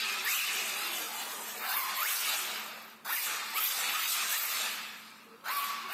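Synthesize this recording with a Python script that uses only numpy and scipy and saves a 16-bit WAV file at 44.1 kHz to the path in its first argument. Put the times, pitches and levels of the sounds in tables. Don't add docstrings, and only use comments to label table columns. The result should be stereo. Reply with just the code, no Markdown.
import sys
import numpy as np
from scipy import signal
from scipy.fft import rfft, irfft, next_fast_len
from scipy.io import wavfile
from scipy.ndimage import uniform_filter1d

SR = 44100
rng = np.random.default_rng(int(sys.argv[2]) if len(sys.argv) > 2 else 0)


def magnitude_from_level(level_db):
    exponent = np.asarray(level_db, float) / 20
    return 10 ** exponent


def transcribe(signal):
    frames = np.atleast_2d(signal).T
    limited = np.clip(frames, -1, 1)
    pcm = np.round(limited * 32767).astype(np.int16)
    wavfile.write(sys.argv[1], SR, pcm)


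N = 261821
TIME = np.arange(N) / SR
FAST = next_fast_len(N)

# (frequency [Hz], density [dB per Hz])
HALL_AIR = [(15, -65), (25, -42), (92, -22), (217, -1.5), (293, -7), (775, -14), (1290, -2), (1440, -32),
            (3340, -24), (3620, -49), (5880, -27), (12900, -22), (16000, -30)]
# (frequency [Hz], time to fall 60 dB [s])
ECHO_T60 = [(200, 0.64), (1500, 1.39), (5000, 0.69), (13000, 0.1)]
# (frequency [Hz], likeness [0-1])
LIKENESS = [(30, 0.1), (70, .8), (130, 1), (290, 0.81), (640, 0.51), (1410, 0.03), (3100, 0.05),
            (15000, 0.01)]
# (time [s], distance [m])
DISTANCE = [(0, 4.4), (.8, 2.46), (1.5, 1.44), (2.3, 2.3), (3.0, 1.93), (5.94, 4.6)]
# (time [s], level [dB])
ROLLING = [(0, -32.5), (.24, -38.5), (.6, -36), (.87, -37.5), (1.25, -41.5), (1.55, -44), (1.95, -49),
           (2.3, -34), (2.5, -38.5), (2.93, -57.5), (3.04, -95.5), (3.25, -36), (3.42, -46), (3.52, -43.5),
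           (3.77, -36), (4.67, -36), (5.19, -68.5), (5.43, -66.5), (5.64, -39.5), (5.87, -73)]
# (start [s], rise [s], hold [s], level [dB], release [dB per s])
PULLS = [
    (0.237, 0.013, 0.093, -33.5, 72),
    (1.6, 0.03, 0.03, -38, 90),
    (1.622, 0.074, 0.083, -30.5, 94),
    (1.931, 0.032, 0.11, -32, 63),
    (3.047, 0.055, 0.063, -30.5, 91),
    (3.534, 0.032, 0.006, -27, 66),
    (3.893, 0.055, 0.072, -34, 38),
    (4.23, 0.076, 0.043, -32, 46.5),
    (5.44, 0.06, 0.066, -32.5, 86),
    (5.875, .035, 0.045, -37, 95.5),
]
JOLT = [.18, .18, .1, .18, 0.29, .3, .18, .18, 0.067, .1]
PULL_EDGE_DB = [-0.5, 4, 3, 1, -0.5, -1.5, 0.5, 0.5, 2, 2]
# (start [s], spin-up [s], tooth rate from [Hz], to [Hz], whine over the frame rattle [dB])
SPINS = [(-.01, .25, 2650, 2400, -2), (4.37, .02, 1800, 2500, -14), (5.26, .05, 451, 455, 26),
         (5.36, .08, 475, 548, 20), (.66, .2, 2600, 2450, -10), (.95, .65, 1400, 720, -10),
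         (3.595, .06, 1290, 3750, -1), (4.0, .1, 1400, 4750, -6), (.225, .03, 1500, 1700, -12),
         (.257, .075, 1700, 2650, 5), (.345, .005, 2720, 2760, 4), (1.64, .04, 830, 760, 6),
         (1.725, .04, 800, 1050, 6), (1.96, .045, 1030, 1120, 11), (2.0, .055, 1080, 1560, 11),
         (2.04, .07, 1480, 3450, 7), (2.115, .04, 3500, 4600, -2), (3.045, .055, 600, 940, 7),
         (3.095, .04, 900, 1850, 8), (3.135, .018, 1840, 1860, 7), (3.153, .01, 2100, 2350, 0),
         (3.245, .045, 2200, 1200, -6), (3.31, .07, 1210, 1180, -1), (3.53, .045, 850, 1280, 8),
         (3.925, .03, 1000, 1290, 5), (4.15, .08, 1150, 1270, -2), (4.24, .12, 1580, 1750, -7),
         (5.445, .075, 550, 1100, 8), (5.512, .015, 1090, 1138, 11), (5.89, .03, 650, 810, 7)]
# (rolling [dB], slope, pull [dB], slope, pull tilt [dB per octave of motor speed])
LAYERS = [
    (-40.5, 0.9, -40.5, 0.6, 1),
    (-48, 0.63, -47.5, 0.55, -6),
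    (-43.5, 1.44, -41.5, 0.58, 4),
    (-53.5, 0.75, -52, 1.4, 0.5),
    (-50, 0.79, -34.5, 0.96, 3.5),
]
NEAR_SHARE = [.01, 0.44, 0.6, 1.33, 2]
ROLL_TILT = [0.26, 0.86, -1.14, 0.46, 0.98]
EDGE_SHARE = [0.32, -0.34, 0.46, 0.01, 0.7]
# (frequency [Hz], density [dB per Hz])
TYRES = [(150, -19.5), (250, -9.5), (268, -13.5), (350, -7), (486, -3), (538, -3.5), (900, 3.5),
         (1170, -10), (1980, -120)]
# (frequency [Hz], density [dB per Hz])
BEARINGS = [(2940, 1), (5000, -6), (5860, 1.5), (7980, 3), (8610, 1), (10000, -3), (12200, -4), (12700, 1),
            (13200, 4), (14100, -29), (15100, -23), (15800, -26)]
# (frequency [Hz], density [dB per Hz])
THROTTLE = [(6650, -17), (11300, -2), (12300, 1.5), (13100, 5.5), (14000, 1), (15200, 0), (15900, -19)]
# (start [s], length [s], from [Hz], to [Hz], level [dB])
SHAFT = [
    (0, 0.32, 405, 368.2, -57.5),
    (0.451, 0.62, 455, 312, -55),
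    (2.357, 0.131, 421.4, 355.6, -53.5),
    (5.767, 0.17, 325, 400, -60),
]
# (frequency [Hz], width [Hz], level [dB])
CHASSIS = [(850, 435, -5.5), (1257, 200, 3), (1624, 400, -2.5), (2420, 780, -1.5), (2860, 737, -2),
           (3450, 730, -5.5), (5060, 1560, -7.5)]
# (tooth rate [Hz], level [dB])
GEARBOX = [(450, -14), (620, -12), (760, -6), (930, -5), (1100, 0), (1800, 4), (2400, 3), (2900, 0),
           (3800, -6), (5000, -10)]
# (tooth rate [Hz], level [dB])
SECOND = [(450, -26), (600, 1), (780, -4), (900, -1), (1080, -11), (1270, -2), (1600, -11), (2200, -19),
          (3000, -19), (4000, -8)]
# (tooth rate [Hz], speed scatter [0-1])
LOOSE_SLACK = [(1500, .04), (2200, .13), (2700, .065), (3400, .13)]
# (start [s], end [s])
CREEP_S = (5.25, 5.88)
# (frequency [Hz], threshold against the neighbours [dB])
VALLEY = [(3000, -4.2), (5000, -2.9), (11000, -2.4), (13000, -3.2)]

LOADED_SLACK = .042


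def on_log(hz, table):
    at, value = np.transpose(table)
    return np.interp(np.log(hz + 1e-9), np.log(at), value)


def curve(table):
    return np.interp(TIME, *np.transpose(table))


def fade(span, edge_s):
    return np.clip(np.minimum(TIME - span[0], span[-1] - TIME) / edge_s, 0, 1)


def unit(x):
    return x / np.sqrt(np.mean(x ** 2))


def colour(x, table):
    hz = np.fft.rfftfreq(FAST, 1 / SR)
    below = (table[0][0] * .8, table[0][1] - 40)
    above = (table[-1][0] * 1.1, table[-1][1] - 40)
    shape = magnitude_from_level(on_log(hz, [below] + list(table) + [above]))
    return unit(irfft(rfft(x, FAST) * shape, FAST)[:, :N])


def pair(size):
    like = np.clip(on_log(np.fft.rfftfreq(size, 1 / SR), LIKENESS), 0, 1)
    spread = np.sqrt([1 + like, 1 - like]) / np.sqrt(2)
    mid, side = rfft(rng.standard_normal((2, size))) * spread
    return irfft(np.array([mid + side, mid - side]), size)


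def walk(rate):
    k = int(SR / rate)
    steps = np.repeat(rng.standard_normal(N // k + 1), k)
    return unit(uniform_filter1d(uniform_filter1d(steps, k), k)[:N])


def hall():
    fan_hz = 219.1 * (1 + 0.016 * walk(39.8))
    hum = np.sin(2 * np.pi * np.cumsum(fan_hz) / SR) * magnitude_from_level(-65.5 + 1.1 * walk(22.46))
    air = magnitude_from_level(-58.5 + 0.15 * walk(4.5)) * colour(pair(size=FAST), HALL_AIR)
    return air + np.sqrt(2) * hum


def echo(x):
    tail_db, swell_s = -10, 0.17
    hz, t, tail = signal.stft(pair(size=2 * SR), SR, nperseg=512)
    tail = tail * 1000. ** (-t / on_log(hz, ECHO_T60)[:, None]) * (1 - np.exp(-t / swell_s))
    energy = np.mean(np.sum(abs(tail) ** 2, 2), 0)
    tail = signal.istft(tail / np.sqrt(energy)[:, None], SR)[1]
    tail *= magnitude_from_level(tail_db) / np.sqrt(np.sum(tail ** 2) / 2)
    return signal.fftconvolve(x[None], tail, axes=1)[:, :N]


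def nearby(x, bounce_db, lag_s, count=40):
    bounce_t60_s = .06
    out, t, hop = np.zeros((2, N + SR)), np.arange(SR // 12) / SR, N // count + 1
    for k in range(-1, count):
        lo, hi = max(k * hop, 0), min((k + 2) * hop, N)
        piece = x[:, lo:hi] * np.sin(np.pi * (np.arange(lo, hi) - k * hop) / (2 * hop))
        paths = pair(size=len(t)) * 1000. ** (-t / bounce_t60_s)
        paths *= magnitude_from_level(bounce_db) / np.sqrt(np.sum(paths ** 2) / 2)
        paths[[0, 1], (rng.random(2) * lag_s * SR).astype(int)] += 1
        paths /= np.sqrt(1 + magnitude_from_level(2 * bounce_db))
        heard = signal.fftconvolve(piece, paths[:3 - len(x)], axes=1)
        out[:, lo:lo + heard.shape[1]] += heard
    return out[:, :N]


def motor():
    sag_per_s = .04
    rows = np.array(sorted(SPINS))
    start, spin, low_hz, high_hz, db = rows[np.searchsorted(rows[:, 0], TIME) - 1].T
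    u = np.clip((TIME - start) / spin, 0, 1)
    after = np.maximum(TIME - start - spin, 0)
    hz = low_hz + (high_hz - low_hz) * u * u * (3 - 2 * u)
    return hz * np.exp(-sag_per_s * after), TIME - start, after, db


def throttle_pulls():
    pull = 1e-5
    for (start, rise, hold, db, release), jolt in zip(PULLS, JOLT):
        bite = np.clip((TIME - start) / rise, 0, 1) ** 1.7
        attack = jolt * fade((start, 9), 0.0014) + (1 - jolt) * bite
        released = np.maximum(TIME - start - rise - hold, 0)
        pull = np.maximum(pull, attack * magnitude_from_level(db - release * released))
    return pull


def drive():
    last = np.searchsorted(np.transpose(PULLS)[0], TIME) - 1
    edge_db = uniform_filter1d(np.array(PULL_EDGE_DB, float)[last], size=SR // 100)
    hz, _, after, _ = motor()
    coast_oct_s = 0.4
    pace = uniform_filter1d(np.log2(hz / 2000) - coast_oct_s * after, size=SR // 40)
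    roll_db = curve(ROLLING) + 40
    pull_db = 20 * np.log10(throttle_pulls()) + 36
    near_db = 20 * np.log10(3 / curve(DISTANCE))
    levels = []
    for layer, near, tilt, edge in zip(LAYERS, NEAR_SHARE, ROLL_TILT, EDGE_SHARE):
        base_roll, roll_slope, base_pull, pull_slope, pull_tilt = layer
        rolling = base_roll + roll_slope * roll_db + near * near_db + tilt * pace
        pulling = base_pull + pull_slope * pull_db + pull_tilt * pace + edge * edge_db
        levels.append(10 * np.log10(magnitude_from_level(2 * rolling) + magnitude_from_level(2 * pulling)))
    return levels


def phone_gain():
    from_db, slope, lag_s = -43, 1, 0.0055
    over = np.maximum(drive()[-1] - from_db, 0)
    keep = np.exp(-1 / (lag_s * SR))
    return magnitude_from_level(-slope * signal.lfilter([1 - keep], [1, -keep], over))


def hiss(table, grit_db, flicker_db):
    grains = pair(size=FAST)[:, :N] * magnitude_from_level(grit_db * walk(900))
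    return colour(grains, table) * magnitude_from_level(flicker_db * walk(24.85))


def tyres(level_db, gain):
    return magnitude_from_level(level_db) * gain ** 0.7 * hiss(TYRES, grit_db=-0.7, flicker_db=1.0)


def bearings(level_db):
    return magnitude_from_level(level_db + 0.85) * hiss(BEARINGS, grit_db=1.5, flicker_db=1.5)


def throttle_hiss(level_db):
    return magnitude_from_level(level_db - 2.5) * hiss(THROTTLE, grit_db=3.5, flicker_db=0.0)


def shaft():
    start, length, from_hz, to_hz, db = np.transpose(SHAFT)
    hz = np.interp(TIME, np.ravel([start, start + length], "F"), np.ravel([from_hz, to_hz], "F"))
    gate = sum(magnitude_from_level(d) * fade((s, s + n), 0.069) for s, n, d in zip(start, length, db))
    phase = 2 * np.pi * np.cumsum(hz * (1 + .055 * walk(90))) / SR
    return gate * magnitude_from_level(0.72 * walk(29.7)) * np.sin(phase)


def slack():
    launch_slack, launch_below_hz, creep_slack = .045, 950, .014
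    hz, _, after, _ = motor()
    loaded = np.where(hz < launch_below_hz, launch_slack, LOADED_SLACK)
    loose = np.where((after > 0) | (hz > 3000), on_log(hz, LOOSE_SLACK), loaded)
    creep = (TIME > CREEP_S[0]) & (TIME < CREEP_S[1]) & ((after > 0) | (hz < 550))
    return uniform_filter1d(np.where(creep, creep_slack, loose), size=SR // 30)


def teeth():
    return 2 * np.pi * np.cumsum(motor()[0] * (1 + slack() * walk(250))) / SR


def rattle(phase):
    tooth = (phase / (2 * np.pi)).astype(int)
    strength = magnitude_from_level(1.5 * rng.standard_normal(N))[tooth]
    knocks = strength * (1 + 0.38 * np.cos(phase)) * pair(size=FAST)[:, :N]
    hz = np.fft.rfftfreq(FAST, 1 / SR)
    modes = 0
    for k, (f, width, db) in enumerate(CHASSIS):
        modes = modes + (-1) ** k * magnitude_from_level(db) * 1j * hz * width / (f * f - hz * hz + 1j * hz * width)
    low_edge = (hz / 750) ** 4 / (1 + (hz / 750) ** 4)
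    body = rfft(knocks, FAST) * modes * low_edge / (1 + (hz / 5300) ** 8)
    shell = 1 / (1 + (hz / 1800) ** 6)
    return [unit(irfft(body * part, FAST)[:, :N]) for part in (1 - shell, shell)]


def whine(phase, frame_db):
    fade_db_s, dip_db, attack_s = 15, 4, 0.025
    loose = slack()
    flutter_db = np.minimum(1.5 + 30 * loose, 4)
    hz, since, after, db = motor()
    db = db - fade_db_s * after * hz / 2100 - dip_db * np.exp(-since / attack_s) + frame_db

    def through(table):
        return magnitude_from_level(uniform_filter1d(db + on_log(hz, table), size=SR // 80) + flutter_db * walk(60))

    first = through(GEARBOX)
    second = through(SECOND) * np.minimum(loose / LOADED_SLACK, 1) ** .6
    multiples = np.sin(2 * phase) + 0.2 * np.sin(3 * phase) + 0.096 * np.sin(4 * phase)
    return np.sqrt(2) * (first * np.sin(phase) + second * multiples) * magnitude_from_level(-7.5)


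def buggy(gain):
    phase = teeth()
    frame_db, shell_db, bearing_db, tyre_db, throttle_db = drive()
    frame, shell = rattle(phase)
    body = (magnitude_from_level(frame_db + 0.5) * frame + magnitude_from_level(shell_db - 1.0) * shell) * magnitude_from_level(1.1 * walk(12))
    noises = body + tyres(tyre_db, gain) + bearings(bearing_db) + throttle_hiss(throttle_db)
    return whine(phase, frame_db) + shaft(), noises


def scene():
    gain = phone_gain()
    tones, noises = (part / gain for part in buggy(gain))
    close = nearby(tones[None], bounce_db=-6, lag_s=1.6e-4, count=37)
    close = close + nearby(noises, bounce_db=-2, lag_s=4e-4, count=86)
    return close + echo(tones + noises[0]) + hall()


def starve(x, order=8):
    from_hz, share, hold_s, mute_db = 2900, .06, .07, -35
    hz, t, z = signal.stft(x, SR, nperseg=2048)
    bands = len(hz) // order + 1
    slot = ((t + rng.random((bands, 1))) / hold_s).astype(int)
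    muted = np.take_along_axis(rng.random((bands, slot.max() + 1)) < share, slot, axis=1)
    power = uniform_filter1d(np.sum(abs(z) ** 2, 0), size=2, axis=1)
    around = uniform_filter1d(power, size=51, axis=0)
    weak = uniform_filter1d(power, size=5, axis=0) < magnitude_from_level(2 * on_log(hz, VALLEY))[:, None] * around
    muted = (np.repeat(muted, order, axis=0)[:len(hz)] | weak) & (hz > from_hz)[:, None]
    return signal.istft(z * np.where(muted, magnitude_from_level(mute_db), 1), SR)[1][:, :N]


def roll_off(x):
    return signal.sosfilt(signal.butter(12, 15920, fs=SR, output="sos"), x)


def record(dry):
    top_cut = signal.ellip(10, .2, 70, 15750, fs=SR, output="sos")
    mix = signal.sosfilt(top_cut, starve(dry * phone_gain()))
    return roll_off(mix)


dry = scene()
out = record(dry)
transcribe(out)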